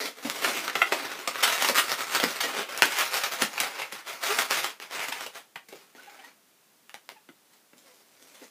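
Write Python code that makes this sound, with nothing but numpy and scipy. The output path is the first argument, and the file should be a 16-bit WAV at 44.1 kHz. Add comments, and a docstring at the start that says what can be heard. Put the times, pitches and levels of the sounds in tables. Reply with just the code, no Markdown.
"""Inflated latex balloons are twisted together by hand in a small, quiet room with a faint steady hiss.
From the start the rubber sticks and slips: runs of tiny slips creak, patches peel with sharp ticks.
Soon knocks and seams letting go snap, then fast regular slips squeak; each slip rings the taut skin briefly.
After about 5.7 s all contacts are much fainter: the figure is only held and tucked under an arm."""
import sys
import numpy as np
from scipy import signal
from scipy.fft import rfft, irfft, next_fast_len
from scipy.io import wavfile
from scipy.ndimage import uniform_filter1d, map_coordinates

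SR = 44100
rng = np.random.default_rng(int(sys.argv[2]) if len(sys.argv) > 2 else 0)


def unload_audio(sound):
    """Save the sound as a 16-bit wav file, at the path given as the first command line argument."""
    columns = np.transpose(np.atleast_2d(sound))
    # keep every value between -1 and 1, then stretch to whole-number steps
    steps = np.round(np.clip(columns, -1, 1) * 32767)
    wavfile.write(sys.argv[1], SR, steps.astype(np.int16))


N = 374850

# still room, spectral density: f/Hz, level/dB (relative)
HISS_SPECTRUM = [(100, -17.5), (204, -8), (1030, -13), (15500, -19)]
# taut skin, spectral density of its ring: f/Hz, level/dB (relative)
SKIN_SPECTRUM = [(100, -62), (150, -21), (255, -11.5), (430, -5), (1010, -3.5), (1380, -1.6), (1620, -3.5),
                 (2120, -1), (8230, -20), (15500, -23.5)]
# where the hands rub, soft bubble to tight twist: t/s, hollow body/dB, crisp treble/dB, held bubble's note f/Hz
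GRIPS = [(0.3, 8, 7.5, 1350), (0.75, 2.5, 4.5, 1350), (1.05, 6.5, 2, 1210), (1.5, -7, 5.5, 1298),
         (2.3, 0, 6, 1364), (2.6, 7.5, 1, 760), (3.0, -10.5, 5, 1410), (3.5, 0, 6, 750),
         (3.75, -4.5, 0.5, 814), (4.3, -4.5, 7.5, 1286), (5.0, -5, 3, 870), (5.75, 3, 7.5, 800),
         (6.25, 5.5, 3, 776), (7.8, 13, 14, 648), (8.5, 8, 11, 524)]
# one turn or slide of the hands: start t/s, length t/s, mid level/dB (relative), swell start to end/dB
RUBS = [(0, 0.06, -31, -5.5), (0.174, 0.039, -44.5, -4), (0.238, 0.18, -36, 2), (0.427, 0.23, -31, -6.5),
        (0.737, 0.26, -37, -5), (0.92, 0.45, -38.5, -13.5), (1.349, 0.057, -34.5, 3.5),
        (1.43, 0.26, -26.5, -5), (1.809, .11, -32, 6.5), (1.995, 0.024, -29, -5.5), (2.059, 0.098, -32, 17),
        (2.212, 0.16, -33.5, -2.5), (2.434, 0.077, -32, -8), (2.534, 0.066, -30, 2.5),
        (2.693, 0.37, -33.5, 7), (2.941, 0.046, -28, 14.5), (3.098, 0.061, -30.5, 14),
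        (3.214, 0.045, -31.5, 5.5), (3.321, 0.051, -35, -9.5), (3.373, 0.04, -33.5, 17.5),
        (3.51, 0.066, -40.5, -1), (3.589, 0.064, -31, -4.5), (3.673, 0.15, -36, 7),
        (3.919, 0.066, -41, 1.5), (4.076, 0.092, -39, -9.5), (4.222, 0.19, -29, 3.5),
        (4.51, 0.16, -29, -9.5), (4.826, 0.014, -39.5, -5), (4.91, 0.135, -36, 1), (5.081, 0.16, -38.5, 0),
        (5.351, 0.021, -40.5, -2), (5.717, 0.19, -56, -14.5), (5.958, 0.32, -52.5, 2),
        (7.52, 0.05, -61, -2), (7.78, 0.24, -59, -5.5), (8.223, 0.015, -53.5, -7), (8.05, 0.41, -57, 14)]
# seam lets go or finger knocks the skin: t/s, level/dB (relative), body/dB, treble/dB, tear decay t/s
SNAPS = [(0.2463, -28.5, 24, 4, 0.0086), (0.2992, -28, -22, 7.5, 0.00078), (0.4442, -22.5, -4, -1, 0.0037),
         (0.6795, -28, -5, -3, 0.0018), (0.698, -30.5, -8, -1, 0.0017), (0.7534, -24.5, -6, -5, 0.0026),
         (0.9222, -21.5, 3, -8.5, 0.0021), (1.275, -24.5, 2, 4.5, 0.003), (1.357, -31.5, -7, -4, 0.0013),
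         (1.6232, -23.5, 2, 8.5, 0.0019), (1.6453, -22.5, 0, 6, 0.0034), (1.6873, -22.5, 2.5, 8, 0.0018),
         (1.6965, -24, 12, 6, 0.002), (2.0072, -31, -2, 3, 0.0015), (2.2, -25, -3, 2.5, 0.002),
         (2.231, -24.5, 15, 0, 0.0029), (2.2387, -20.5, 8.5, 4, 0.0015), (2.404, -23.5, -12, 7, 0.0061),
         (2.7764, -32.5, 1, 17, 0.0011), (2.8219, -12, -5.5, 1.5, 0.0011), (2.854, -28.5, 9, 10.5, 0.0024),
         (3.236, -25.5, -18, 7, 0.0031), (3.4208, -20, 4.5, 6.5, 0.002), (3.578, -28.5, -23, -0.5, 0.0027),
         (3.602, -22.5, -28, 11, 0.0018), (3.923, -35.5, 13, 6.5, 0.0031), (4.3874, -20.5, -15, 5, 0.0024),
         (4.51, -25.5, -6, 6, 0.00075), (4.644, -26.5, -7, 3, 0.0015), (4.8004, -41.5, 5, 4, 0.0012),
         (5.084, -34, 2, 7, 0.0032), (5.2633, -36.5, 5, 6, 0.0026), (5.5574, -36, -7, -2, 0.0032),
         (5.686, -47.5, 22, 13.5, 0.0033), (5.725, -41, 27, -5.5, 0.0034), (5.95, -50.5, 16, -3, 0.0018),
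         (6.895, -48, -23, 4, 0.0011), (6.9428, -40, 3, 4, 0.0012), (7.091, -40, -4, 4.5, 0.00078),
         (7.118, -51, 19, 7, 0.0021), (7.2891, -47.5, 23, -5, 0.002), (7.733, -54, 19, -8, 0.002),
         (8.412, -46, 21, -11, 0.01)]
# regular slips: start t/s, length t/s, level/dB, first f/Hz, last f/Hz, tone over buzz/dB, treble/dB
SQUEAKS = [(0.8164, 0.0056, -13, 670, 704, -9, -15), (1.425, 0.021, -19.5, 397, 1607, -28, 8.5),
           (1.743, 0.06, -22, 140.4, 412.7, -44, 7), (4.282, .052, -33.5, 371.6, 445, -3.5, -14),
           (4.966, 0.09, -38, 84.6, 150, -34, -1), (5.121, 0.008, -28.5, 799, 890, -10, 1.5),
           (5.977, 0.029, -52, 1370, 1590, 12, -15), (6.069, 0.026, -50, 843, 776, 7, -10),
           (6.188, 0.017, -51, 734, 825, 1.5, -10.5), (6.237, 0.016, -49.5, 910, 1000, -12, 2),
           (7.157, 0.028, -55.5, 917, 828, 4, -13), (7.828, 0.1, -64.5, 587, 481, 2, -11)]

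HISS_RMS_DB = -62.5
GRAB_DB_PER_S, RELEASE_DB_PER_S = 694.5, 294
BUBBLE_PEAK_DB, BUBBLE_WIDTH_HZ, BUBBLE_SHIFT_SHARE = 4, 90, 0.051
ROOM_T60_S, WALL_DELAY_S = 0.17, 0.0074
BASS_CUT_HZ, TOP_HZ = 112, 15500


def amp(db):
    """Decibels to gain."""
    return 10 ** (np.asarray(db) / 20)


def unit(x):
    """x at rms 1."""
    return x / np.sqrt(np.mean(x ** 2))


def along(points, hz):
    """(Hz, value) points read on a log axis."""
    point_hz, values = np.transpose(points)
    return np.interp(np.log(hz + 1), np.log(point_hz + 1), values)


def curves(rows, t):
    """Each column after the time, read at the times t."""
    row_s, *columns = np.transpose(rows)
    return [np.interp(t, row_s, column) for column in columns]


def wander(x):
    """Smooth random curve, one knot per unit of x."""
    return map_coordinates(rng.standard_normal(2048), [x], mode="wrap")


def filtered(x, response):
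    """x times a frequency-dependent gain."""
    size = next_fast_len(N + SR // 2)
    hz = np.fft.rfftfreq(size, 1 / SR)
    return irfft(rfft(x, size) * response(hz), size)[:N]


def add(track, start_s, sound):
    """Mix a sound into the track at start_s."""
    start = max(0, round(start_s * SR))
    track[start:start + len(sound)] += sound[:max(0, len(track) - start)]


def hiss():
    """Steady noise of room and microphone: white noise shaped to its spectrum."""
    noise = filtered(rng.standard_normal(N), lambda hz: amp(along(HISS_SPECTRUM, hz)))
    return amp(HISS_RMS_DB) * unit(noise)


def skin(at_s, body_db, treble_db, spread_s, size=2048):
    """One slip's ring, energy 1: the held bubble's note, and peaks and dips of that spot on the skin."""
    hz = np.fft.rfftfreq(size, 1 / SR)
    colour_db = along([(240, body_db), (1000, 0.0021), (2400, 0), (6000, treble_db)], hz)
    nearest_grip = min(GRIPS, key=lambda grip: abs(grip[0] - at_s))
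    note_hz = nearest_grip[-1] * (1 + BUBBLE_SHIFT_SHARE * rng.standard_normal())
    bubble_db = BUBBLE_PEAK_DB / (1 + (2 * (hz - note_hz) / BUBBLE_WIDTH_HZ) ** 2)
    spot_db = 1.5 * wander(np.sqrt(hz) / 2.61)
    ring_db = along(SKIN_SPECTRUM, hz) + colour_db + bubble_db + spot_db
    # folded cepstrum: minimum phase, so the ring starts at once
    cepstrum = irfft(np.log(amp(ring_db)))
    cepstrum[1:size // 2] *= 2
    cepstrum[size // 2 + 1:] = 0
    # ripples cross the skin at different speeds
    travel_s = spread_s * wander(np.sqrt(hz) / 10) ** 2
    phase = 2 * np.pi * np.cumsum(travel_s) * hz[1]
    ring = irfft(np.exp(rfft(cepstrum) - 1j * phase))
    ring *= np.hanning(2 * size)[size:]
    return ring / np.linalg.norm(ring)


def slips(rate_hz, uneven, scatter_db):
    """One kick each time the rubber lets go; waits and sizes vary."""
    chance = rng.standard_normal((len(rate_hz) // 2, 2))
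    waits = np.exp(uneven * chance[:, 0])  # in slip periods
    at = np.searchsorted(np.cumsum(rate_hz) / SR, np.cumsum(waits) - waits[0] / 2)
    sizes = waits * amp(scatter_db * chance[:, 1])  # a longer hold stores more strain
    return np.bincount(at, sizes, len(rate_hz) + 1)[:-1]


def rasp(kicks, split_hz=3200, spray_s=0.0014, tick_share=0.22):
    """Each slip: a rounded push, and in the treble a tick plus a spray that dies as the rubber sticks again."""
    keep = np.exp(-1 / (spray_s * SR))
    spray_power = signal.lfilter([1 - keep], [1, -keep], kicks ** 2)
    spray = rng.standard_normal(len(kicks)) * np.sqrt(spray_power)
    treble = (spray + tick_share * kicks) / np.hypot(1, tick_share)
    push = signal.lfilter(*signal.butter(2, split_hz, fs=SR), kicks)
    return push + signal.lfilter(*signal.butter(2, split_hz, "highpass", fs=SR), treble)


def effort():
    """Rubbing gain: each rub takes hold, tightens or eases steadily, and lets go."""
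    t, power = np.arange(N) / SR, np.zeros(N)
    for start_s, length_s, mid_db, swell_db in RUBS:
        held_db = mid_db + swell_db * (np.clip((t - start_s) / length_s, 0, 1) - .5)
        grab_db = GRAB_DB_PER_S * np.maximum(start_s - t, 0)
        release_db = RELEASE_DB_PER_S * np.maximum(t - start_s - length_s, 0)
        fade_db = grab_db + release_db
        heard = fade_db < 60
        power[heard] += amp((held_db - fade_db)[heard]) ** 2
    return np.sqrt(power)


def rubbing(slip_hz=240, stroke_db=2.5, judder_db=3.0, judder_hz=110, size=3400, count=360, channels=3):
    """Creaks: short overlapping strokes at a few contacts, each on a new spot with its own gliding slip rate."""
    contacts, u = np.zeros((channels, N)), np.linspace(0, 1, size)
    for k, start_s in enumerate(np.linspace(0, N / SR, count, endpoint=False)):
        speed, bend, force = rng.standard_normal(3)
        rate_hz = slip_hz * np.exp(.55 * speed + .8 * bend * (u - .5))
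        kicks = rasp(slips(rate_hz, uneven=.22, scatter_db=3.0)) * np.sin(np.pi * u)
        middle_s = start_s + size / SR / 2
        body_db, treble_db, _ = curves(GRIPS, middle_s)
        ring = skin(middle_s, body_db, treble_db, spread_s=0.000405)
        stroke = signal.fftconvolve(kicks, ring) / np.sqrt(rate_hz.mean())
        add(contacts[k % channels], start_s, amp(stroke_db * force) * stroke)
    # level the sum: the contacts share the hands' force
    power = np.abs(uniform_filter1d(contacts.sum(0) ** 2, size=1800))
    levelled = contacts / np.sqrt(power + power.mean() / 9200.0)
    # the whole twist catches and gives in quick jerks
    judder = amp(judder_db * wander(judder_hz * np.arange(N) / SR))
    return amp(-4.5) * effort() * judder * levelled


def crackle(gain_db=20, body_db=-8, treble_db=3, count=520):
    """Tiny patches of rubber peel at random, one sharp tick each; they grow with the hands' effort."""
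    track = np.zeros(N)
    for place, size in rng.random((count, 2)):
        at_s = place * N / SR
        add(track, at_s, size * skin(at_s, body_db, treble_db, spread_s=0.0003))
    return amp(gain_db) * effort() * track


def room(dry, wet_db, wall_db=-8, build_s=0.0051, count=100):
    """The nearest wall's echo and a short diffuse tail, both changing as the balloons move."""
    t = np.arange(SR // 5) / SR
    envelope = amp(-60 * t / ROOM_T60_S) * (1 - np.exp(-(t / build_s) ** 2))
    tails = rng.standard_normal((count, len(t))) * envelope
    hop = N // count + 1
    padded, out = np.pad(dry, (hop, 2 * hop)), np.zeros(N + hop)
    for k, tail in enumerate(tails):
        tail = tail / np.linalg.norm(tail)
        add(tail, WALL_DELAY_S * rng.normal(1, .015), [amp(wall_db)])
        piece = padded[k * hop:(k + 2) * hop] * np.sqrt(np.hanning(2 * hop))
        add(out, k * hop / SR, signal.fftconvolve(piece, tail))
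    return amp(wet_db) * out[hop:]


def snaps(clean_s=0.0018, spread_share=0.22):
    """A quick tear is one clean kick, a slow one a rasping spray of tiny kicks; both ring the skin."""
    track, t = np.zeros(N), np.arange(SR // 30) / SR
    for at_s, level_db, body_db, treble_db, tear_s in SNAPS:
        spray = rng.standard_normal(len(t)) * np.sqrt(t) * np.exp(-t / tear_s)
        kicks = spray / np.linalg.norm(spray)
        kicks[0] += (clean_s / tear_s) ** 2
        ring = skin(at_s, body_db, treble_db, spread_s=spread_share * tear_s)
        snap = signal.fftconvolve(kicks, ring)
        add(track, at_s, amp(level_db + 26.5) * snap / np.linalg.norm(snap))
    return track


def squeaks():
    """In a tight twist slips lock into a pitch that glides as the rubber stretches; the bubble sings along."""
    track = np.zeros(N)
    for start_s, length_s, level_db, first_hz, last_hz, tone_db, treble_db in SQUEAKS:
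        u = np.linspace(0, 1, round(length_s * SR))
        rate_hz = first_hz * (last_hz / first_hz) ** u
        swell = np.abs(np.sin(np.pi * u))
        kicks = slips(rate_hz, uneven=0.021, scatter_db=2.5) * np.sqrt(swell)
        ring = skin(start_s, -9, treble_db, spread_s=0.0013)
        buzz = signal.fftconvolve(rasp(kicks), ring)
        tone = swell * np.sin(2 * np.pi * np.cumsum(rate_hz) / SR)
        squeak = buzz / np.linalg.norm(buzz)
        squeak[:len(u)] += amp(tone_db) * tone / np.linalg.norm(tone)
        # level as rms over the squeak's length
        add(track, start_s, amp(level_db) * np.sqrt(len(u)) * squeak / np.linalg.norm(squeak))
    return track


def scene():
    """Each rubbing contact has its own room reply; snaps, squeaks and crackle share a weaker one; one microphone."""
    rubs = sum(contact + room(contact, wet_db=-0.63) for contact in rubbing())
    near = crackle() + snaps() + squeaks()
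    return (rubs + near + room(near, wet_db=-3.0) + hiss())[None]


def record(dry):
    """The recorder clips at full scale, drops the deep bass and has a band limit."""
    clipped = np.clip(dry[0], -1, 1)
    thin = signal.sosfilt(signal.butter(4, BASS_CUT_HZ, "highpass", fs=SR, output="sos"), clipped)
    return filtered(thin, lambda hz: hz < TOP_HZ)[None]


dry = scene()
out = record(dry)
unload_audio(out)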